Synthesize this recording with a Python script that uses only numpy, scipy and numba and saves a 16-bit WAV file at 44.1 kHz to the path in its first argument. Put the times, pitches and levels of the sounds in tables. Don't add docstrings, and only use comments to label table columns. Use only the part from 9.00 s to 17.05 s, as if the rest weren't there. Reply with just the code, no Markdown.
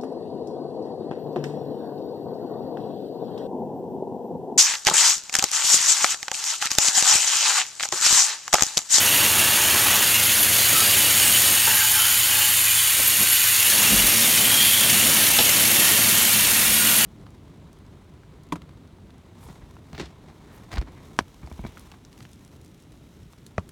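import sys
import numpy as np
from scipy import signal
from scipy.fft import rfft, irfft, next_fast_len
from scipy.io import wavfile
from scipy.ndimage import uniform_filter1d, map_coordinates
from numba import njit

SR = 44100
rng = np.random.default_rng(int(sys.argv[2]) if len(sys.argv) > 2 else 0)


def int16_out(signal):
    q = np.round(np.clip(np.atleast_2d(signal).T, -1, 1) * 32767)
    wavfile.write(sys.argv[1], SR, q.astype(np.int16))


N = 355005
TIME = np.arange(N) / SR
FREQ = np.maximum(np.arange(N // 2 + 1) * SR / N, 1)


def undb(db):
    return 10 ** (np.asarray(db) / 20)


def unit(x):
    return x / np.sqrt(np.mean(x ** 2))


def curves(table):
    times, *columns = np.transpose(table)
    return [np.interp(TIME, times, column) for column in columns]


def slope(points):
    hz, db = np.transpose(points)
    return undb(np.interp(np.log(FREQ), np.log(hz), db))


def bell(hz, width, freq=FREQ):
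    return .5 ** ((2 * (freq - hz) / width) ** 2)


def ripple(modes):
    return undb(sum(db * bell(hz, width) for hz, width, db in modes))


def resonances(modes):
    return np.sqrt(sum(undb(db) ** 2 * bell(hz, width) for hz, width, db in modes))


def colour(x, gain):
    size = next_fast_len(N, real=True)
    bins_hz = np.arange(size // 2 + 1) * SR / size
    spectrum = rfft(x, size) * np.interp(bins_hz, FREQ, gain)
    return unit(irfft(spectrum, size)[:N])


def noise(gain):
    return colour(rng.standard_normal(N), gain)


def walk(rate):
    steps = rng.standard_normal(4096)
    path = np.interp(TIME * rate, np.arange(len(steps)), steps)
    return unit(uniform_filter1d(path, max(int(SR / rate / 2), 1)))


def swell(s, length):
    return np.interp(TIME, s + length * np.linspace(-1, 1, num=17), np.hanning(17))


def drops(per_s, spread_db):
    hit = rng.random(N) < per_s / SR
    boost_db = spread_db * np.minimum(rng.exponential(size=N), 4)
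    return hit * rng.standard_normal(N) * undb(boost_db)


@njit
def resonator(x, hz, width):
    out, band, low = np.empty(len(x)), 0., 0.
    for i in range(len(x)):
        g = np.tan(np.pi * hz[i] / SR)
        damping = width / hz[i]
        v = (band + g * (x[i] - low)) / (1 + g * (g + damping))
        band = 2 * v - band
        low = low + 2 * g * v
        out[i] = damping * v
    return out


def tone(hz, width_hz, wobble):
    centre = np.clip(hz * (1 + wobble * walk(12)), 1000, 12000)
    once = resonator(rng.standard_normal(N), centre, float(width_hz))
    return unit(resonator(once, centre, float(width_hz)))


def ring(modes, age):
    return sum(np.sin(2 * np.pi * (hz * age + rng.random())) * undb(db - 60 * age / t60)
               for hz, t60, db in modes)


def compressor(rumble_db=-42.5, drift=0.0018):
    # f/Hz, gain/dB
    rumble_slope = [(20, -45), (33, -26), (44, -3), (58, -5), (80, -3), (120, -2.5), (170, -10), (400, -16),
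                    (1000, -20.5)]
    # t/s, level/dB
    motor_course = [(0, -46), (2.3, -43.5), (3, -47), (4.6, -48.5), (5.4, -46), (8.05, -46)]
    # f/Hz, level against the course/dB
    hum_lines = [(41.2, -21), (70, -17), (82.2, -3.5), (110, 2.5), (141, -19)]
    # t/s, level/dB
    upper_course, upper_hz = [(0, -47), (2.7, -46.5), (2.9, -60), (4.6, -63), (5, -54), (8.05, -52)], 216
    motor_db, = curves(motor_course)
    turns = np.cumsum(1 + drift * walk(2.93)) / SR
    lines = [(hz, motor_db + db) for hz, db in hum_lines]
    lines.append((upper_hz, curves(upper_course)[0]))
    hum = sum(np.sqrt(2) * undb(db) * np.sin(2 * np.pi * (hz * turns + rng.random())) for hz, db in lines)
    return hum + undb(rumble_db) * noise(slope(rumble_slope))


def room(x, t60=0.22, wet_db=-8):
    age = TIME[:SR // 2]
    tail = rng.standard_normal(len(age)) * undb(-60 * age / t60) * (age > .005)
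    wet = signal.fftconvolve(x, tail / np.linalg.norm(tail))[:N]
    return (x + undb(wet_db) * wet) / np.hypot(1, undb(wet_db))


def wall_echoes(x, sway_s=0.0003026, echo_db=-15.0, count=8):
    out = x
    for path_s in rng.uniform(.001, .014, count):
        lag = path_s + sway_s * walk(1.2)
        out = out + undb(echo_db) * map_coordinates(x, [(TIME - lag) * SR], order=3)
    return out / np.sqrt(1 + count * undb(echo_db) ** 2)


def taps(thud_db=-7, thud_t60=0.096):
    # t/s, level/dB
    bumps = [(2.674, -22)]
    # f/Hz, t60/s, level/dB
    wand_modes = [(907, 0.29, -3.5), (938, .07, -3), (1355, .08, -4), (1502, .12, -6), (1600, .2, -7),
                  (1717, .12, -2)]
    age = TIME[:SR // 2]
    thud = noise(bell(hz=600, width=2000))
    out = np.zeros(N)
    for s, db in bumps:
        start = int(s * SR)
        span = slice(start, start + len(age))
        faded_thud = thud[span] * undb(thud_db - 60 * age / thud_t60)
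        out[span] += undb(db) * (ring(wand_modes, age) + faded_thud)
    return out


def slaps(crack_db=2.0, crack_t60=0.026, spot_db_per_octave=-6):
    # t/s, level/dB, attack against the ring/dB, pitch that the struck spot favours f/Hz
    lumps = [(6.388, -13.5, -2, 845), (6.401, -16, -12, 330), (6.408, -17.5, -4, 500)]
    # f/Hz, t60/s, level/dB
    body_modes = [(150, .06, -8), (225, 0.17, -3), (330, 0.056, -13), (464, 0.078, -9), (660, 0.073, -8),
                  (825, 0.056, -3), (930, 0.06, -13), (1680, 0.05, -10)]
    # f/Hz, t60/s, level/dB
    clack_modes = [(2940, .04, -6), (3400, .025, -1), (3750, 0.02, 1), (3960, .03, 3), (4500, .02, -3),
                   (5490, 0.05, 0.5)]
    age = TIME[:SR // 4]
    crack = noise(bell(hz=3200, width=7500))
    out = np.zeros(N)
    for s, db, attack_db, spot_hz in lumps:
        start = int(s * SR)
        span = slice(start, start + len(age))
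        body = [(hz, t60, mode_db + spot_db_per_octave * abs(np.log2(hz / spot_hz)))
                for hz, t60, mode_db in body_modes]
        faded_crack = crack[span] * undb(crack_db - 60 * age / crack_t60)
        attack = ring(clack_modes, age) + faded_crack
        out[span] += undb(db) * (ring(body, age) + undb(attack_db) * attack)
    return out


def membrane(x, wander=0.021, wander_per_s=4):
    # f/Hz, width/Hz, level/dB
    drum_modes = [(113.6, 22, -4.5), (151, 26, 0), (172, 17, -3.5), (215.4, 18, 3.5), (232, 27, 1),
                  (300, 30, -4)]
    out = 0
    for hz, width, db in drum_modes:
        centre = hz * np.exp(wander * walk(wander_per_s))
        once = resonator(x, centre, float(width))
        out = out + undb(db) * resonator(once, centre, float(width))
    return unit(out)


def flaps():
    # t/s, boom level/dB, billow level/dB, rustle level/dB, length/s
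    flap_events = [(1.733, -37, -56, -38, .06), (2.276, -32, -54, -36, 0.048),
                   (3.993, -54, -58, -37.5, 0.055), (4.22, -34.5, -53, -37, 0.068),
                   (4.932, -26, -39, -33, 0.046), (5.014, -35, -35.5, -39, 0.11),
                   (5.147, -39, -52, -36, 0.037), (5.436, -39, -44, -36, 0.075),
                   (5.932, -31, -56, -44, 0.034), (6.084, -31, -54, -39, .078),
                   (6.408, -31.5, -57, -36, 0.045), (7.148, -31, -56, -41, 0.049),
                   (7.573, -52, -40, -50, 0.26)]
    # f/Hz, gain/dB
    billow_slope = [(20, -50), (32, -24), (44, 7), (70, -8), (110, -5), (250, -25), (600, -37)]
    boom = membrane(rng.standard_normal(N))
    billow = noise(slope(billow_slope))
    rustle = colour(drops(per_s=2500, spread_db=0.0), bell(hz=406, width=800))
    out = np.zeros(N)
    for s, boom_db, billow_db, rustle_db, length in flap_events:
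        sheet = boom * undb(boom_db) + billow * undb(billow_db) + rustle * undb(rustle_db)
        out += sheet * swell(s, length)
    return out


def flutter(hz=38, width_hz=46):
    return noise(bell(hz, width_hz))


def landing(clump_db=0.86, clumps_per_s=7):
    # t/s, drumming level before trim/dB
    aim_course = [(0, -34), (0.7, -34.5), (1.25, -36), (1.8, -35), (2.3, -36), (2.52, -37.5), (2.62, -48),
                  (2.7, -41), (2.82, -49), (3.1, -48.5), (3.33, -43), (3.75, -49.5), (4.1, -43.5),
                  (4.4, -46), (4.66, -44.5), (4.72, -34.5), (5.2, -32.5), (5.65, -36), (6.2, -32.5),
                  (7.1, -34), (8.05, -35)]
    # t/s, splatter level before trim/dB
    ceiling_course = [(0, -32.5), (0.9, -31), (1.3, -37.5), (1.8, -34), (2.8, -38), (3.8, -41), (4.6, -43),
                      (4.78, -35), (5.6, -38), (7.1, -35), (8.05, -36)]
    # t/s, boom against the patter/dB
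    slack_course = [(0, -22), (2.6, -12), (4.6, -10), (4.9, -1.5), (6.3, -1), (8.05, -1)]
    # f/Hz, gain/dB
    patter_slope, crackle_slope, splatter_slope = [(40, -32), (80, -6), (120, 3.5), (155, 0), (192, -3),
                                                   (225, 1.5), (268, -5), (303, 2.5), (365, -2), (420, 0.5),
                                                   (465, -6), (500, 0.5), (640, -0.5), (900, -12),
                                                   (2000, -47)], [(900, -17.5), (2000, 3), (4300, 1),
                                                                  (4950, -1), (5500, 6), (8400, 2),
                                                                  (10000, 0), (15000, -16)], [(250, -13), (500, -19),
                                                                                   (700, -1.5), (850, 2),
                                                                                   (1100, 1), (1300, 1),
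                                                                                   (1700, 0.5), (3500, -38)]
    clumps = clump_db * walk(clumps_per_s)
    drum_db = curves(aim_course)[0] + clumps
    splatter_db = curves(ceiling_course)[0] + clumps
    boom_gain = undb(curves(slack_course)[0])
    patter = colour(drops(per_s=3000, spread_db=2.0), slope(patter_slope))
    boom = membrane(drops(per_s=2000, spread_db=2.0))
    drum = (patter + boom_gain * boom) / np.hypot(1, boom_gain)
    crackle = colour(drops(per_s=14000, spread_db=2.0), slope(crackle_slope)) * undb(3.65 * flutter())
    splatter = colour(drops(per_s=3000, spread_db=2.0), slope(splatter_slope))
    paper = drum * undb(drum_db + 0.5) + crackle * undb(drum_db + 5.5)
    return paper + splatter * undb(splatter_db + 1.0)


def gap_hoot():
    # t/s, centre f/Hz, level/dB
    gap_course = [(0, 1730, -37), (2.55, 1760, -40), (2.7, 1640, -32), (2.92, 1550, -32), (3.08, 1400, -33),
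                  (3.22, 1450, -41), (3.42, 1740, -32), (3.75, 1820, -41), (4.1, 1850, -50),
                  (4.7, 1840, -35), (5, 1890, -47), (8.05, 1890, -41)]
    hz, db = curves(gap_course)
    return tone(hz, width_hz=320, wobble=0.034) * undb(db + 2.3 * walk(25))


def spits(count=6, width_share=0.087):
    # t/s, centre f/Hz, level/dB, length/s
    set_spits = [(0.62, 2800, -31, .04), (1.153, 2800, -21, 0.022), (1.42, 11600, -21, 0.055),
                 (1.784, 1280, -29.5, .1), (1.796, 10900, -22, 0.039), (1.99, 11200, -20, .027),
                 (2.262, 8250, -26, 0.091), (2.76, 11200, -21, 0.034), (1.75, 4650, -33, .5),
                 (2.85, 880, -40, .35), (3, 10950, -26, 0.18), (3.402, 820, -39, 0.2),
                 (3.4, 4450, -36, 0.63), (3.433, 3030, -25, 0.038), (4.08, 11600, -17, .014),
                 (4.328, 11300, -21, 0.059), (4.727, 10850, -25, 0.13), (5.2, 5460, -36, .2),
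                 (5.24, 3500, -27, .04), (5.65, 4550, -29, 0.092), (5.74, 3240, -19, 0.016),
                 (6.142, 11100, -18, .014), (6.23, 11000, -25, .13), (6.845, 1880, -32, 0.19),
                 (7.22, 7900, -30, .16), (7.897, 1480, -34, 0.27), (7.983, 11400, -22, .025)]
    stray_db, stray_s, low_hz, high_hz = -30, 0.091, 1700, 7460
    strays = [(when * N / SR, low_hz * (high_hz / low_hz) ** pitch, stray_db, stray_s)
              for when, pitch in rng.random((count, 2))]
    out = np.zeros(N)
    freq = np.arange(SR // 2 + 1)
    for s, hz, db, length in strays + set_spits:
        band = np.sqrt(bell(hz, width_share * hz, freq))
        second = unit(irfft(rfft(rng.standard_normal(SR)) * band))
        out += np.resize(second, N) * undb(db) * swell(s, length)
    return out


def beaming(x, count=12):
    centres, spacing = np.linspace(4000, 12500, num=count, retstep=True)
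    spectrum, out = rfft(x), x
    for hz in centres:
        swing_db = 0.8 * walk(2.2)
        band = irfft(spectrum * bell(hz, spacing), N)
        out = out + band * (undb(swing_db) - 1)
    return out


def jet(feed_db=0.28, grain_db=0.95):
    # t/s, hiss level before trim/dB, roar level before trim/dB
    swing_course = [(0, -19, -22.5), (0.55, -19.5, -22.5), (1.2, -18.5, -22.5), (2.4, -17.5, -22.5),
                    (3.5, -18.5, -25), (4.1, -18.5, -24), (4.75, -17.5, -22.5), (6.3, -18.5, -22.5),
                    (8.05, -17.5, -23)]
    # f/Hz, width/Hz, gain/dB
    nozzle_modes = [(1900, 270, 1), (4610, 490, 2.5), (4940, 320, -4), (5670, 510, -2), (6840, 710, 3),
                    (7910, 340, -6), (9050, 1840, 4.5), (10140, 790, -3), (12800, 900, 0),
                    (13900, 1200, 3.7), (15300, 400, 5)]
    # f/Hz, gain/dB
    hiss_slope, roar_slope = [(1500, -32), (3500, -11), (5000, 1.5), (8000, 2), (12000, 3), (16000, -.5)], [(200, -29), (600, -22), (1100, -6), (1600, -1.5), (2400, 3),
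                                            (3600, 2.5), (4400, -1), (5500, -12.5), (9000, -17)]
    # t/s, centre f/Hz, level against the roar before trim/dB
    cavity_course = [(0, 3000, -8), (.2, 2820, -4), (.4, 2930, -8), (.6, 2800, -7), (1.15, 2850, -7),
                     (1.3, 3040, -4), (1.42, 2950, -15), (1.68, 3000, -9), (2.05, 2980, -5),
                     (2.6, 2940, -8.5), (3.4, 2910, -4), (4.1, 2900, -10), (4.64, 2800, -9),
                     (4.92, 2870, -3.5), (5.2, 2950, -10.5), (5.5, 3100, -5.5), (5.8, 3250, -5),
                     (5.96, 2950, -8), (6.6, 2950, -9), (7.1, 2950, -6.5), (7.64, 2850, -13),
                     (8.05, 2900, -5.5)]
    # t/s, centre f/Hz, level against the hiss before trim/dB
    tip_course = [(0, 6800, -12), (1, 6650, -18), (1.9, 6570, -16), (2.3, 6800, -10), (2.9, 6930, -14),
                  (3.33, 6950, -12), (3.6, 7300, -12), (3.95, 7060, -20), (4.4, 6800, -15.5),
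                  (8.05, 6960, -21)]
    # f/Hz, width/Hz, level/dB
    orifice_modes = [(10930, 240, 0), (11430, 530, -0.5)]
    hiss_db, roar_db = curves(swing_course)
    cavity_hz, cavity_db = curves(cavity_course)
    tip_hz, tip_db = curves(tip_course)
    nozzle = ripple(nozzle_modes)
    hiss = beaming(noise(slope(hiss_slope) * nozzle)) * undb(hiss_db - 1.22 + .5 * flutter())
    roar = noise(slope(roar_slope) * nozzle) * undb(roar_db - 1.02 + 0.32 * flutter())
    cavity = tone(cavity_hz, width_hz=370, wobble=0.022)
    cavity = cavity * undb(roar_db + cavity_db - .5 + 2.04 * walk(30))
    tip = tone(tip_hz, width_hz=520, wobble=0.016)
    tip = tip * undb(hiss_db + tip_db - 1 + 1.6 * walk(15))
    whistle_db = hiss_db - 7 + 0.8 * walk(6)
    whistle = noise(resonances(orifice_modes)) * undb(whistle_db + 1.0 * walk(60))
    shared_db = feed_db * flutter() + grain_db * walk(350)
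    return (hiss + roar + cavity + tip + whistle) * undb(shared_db)


def scene():
    surfaces = room(landing() + slaps() + taps())
    gun = wall_echoes(jet() + spits() + gap_hoot())
    mono = compressor() + flaps() + surfaces + gun
    return np.array([mono, mono])


def record(dry, low_hz=36, top_hz=15750):
    bass_cut = signal.butter(6, low_hz, "highpass", fs=SR, output="sos")
    top_cut = signal.ellip(12, .1, 80, top_hz, fs=SR, output="sos")
    return signal.sosfilt(top_cut, signal.sosfilt(bass_cut, dry))


dry = scene()
out = record(dry)
int16_out(out)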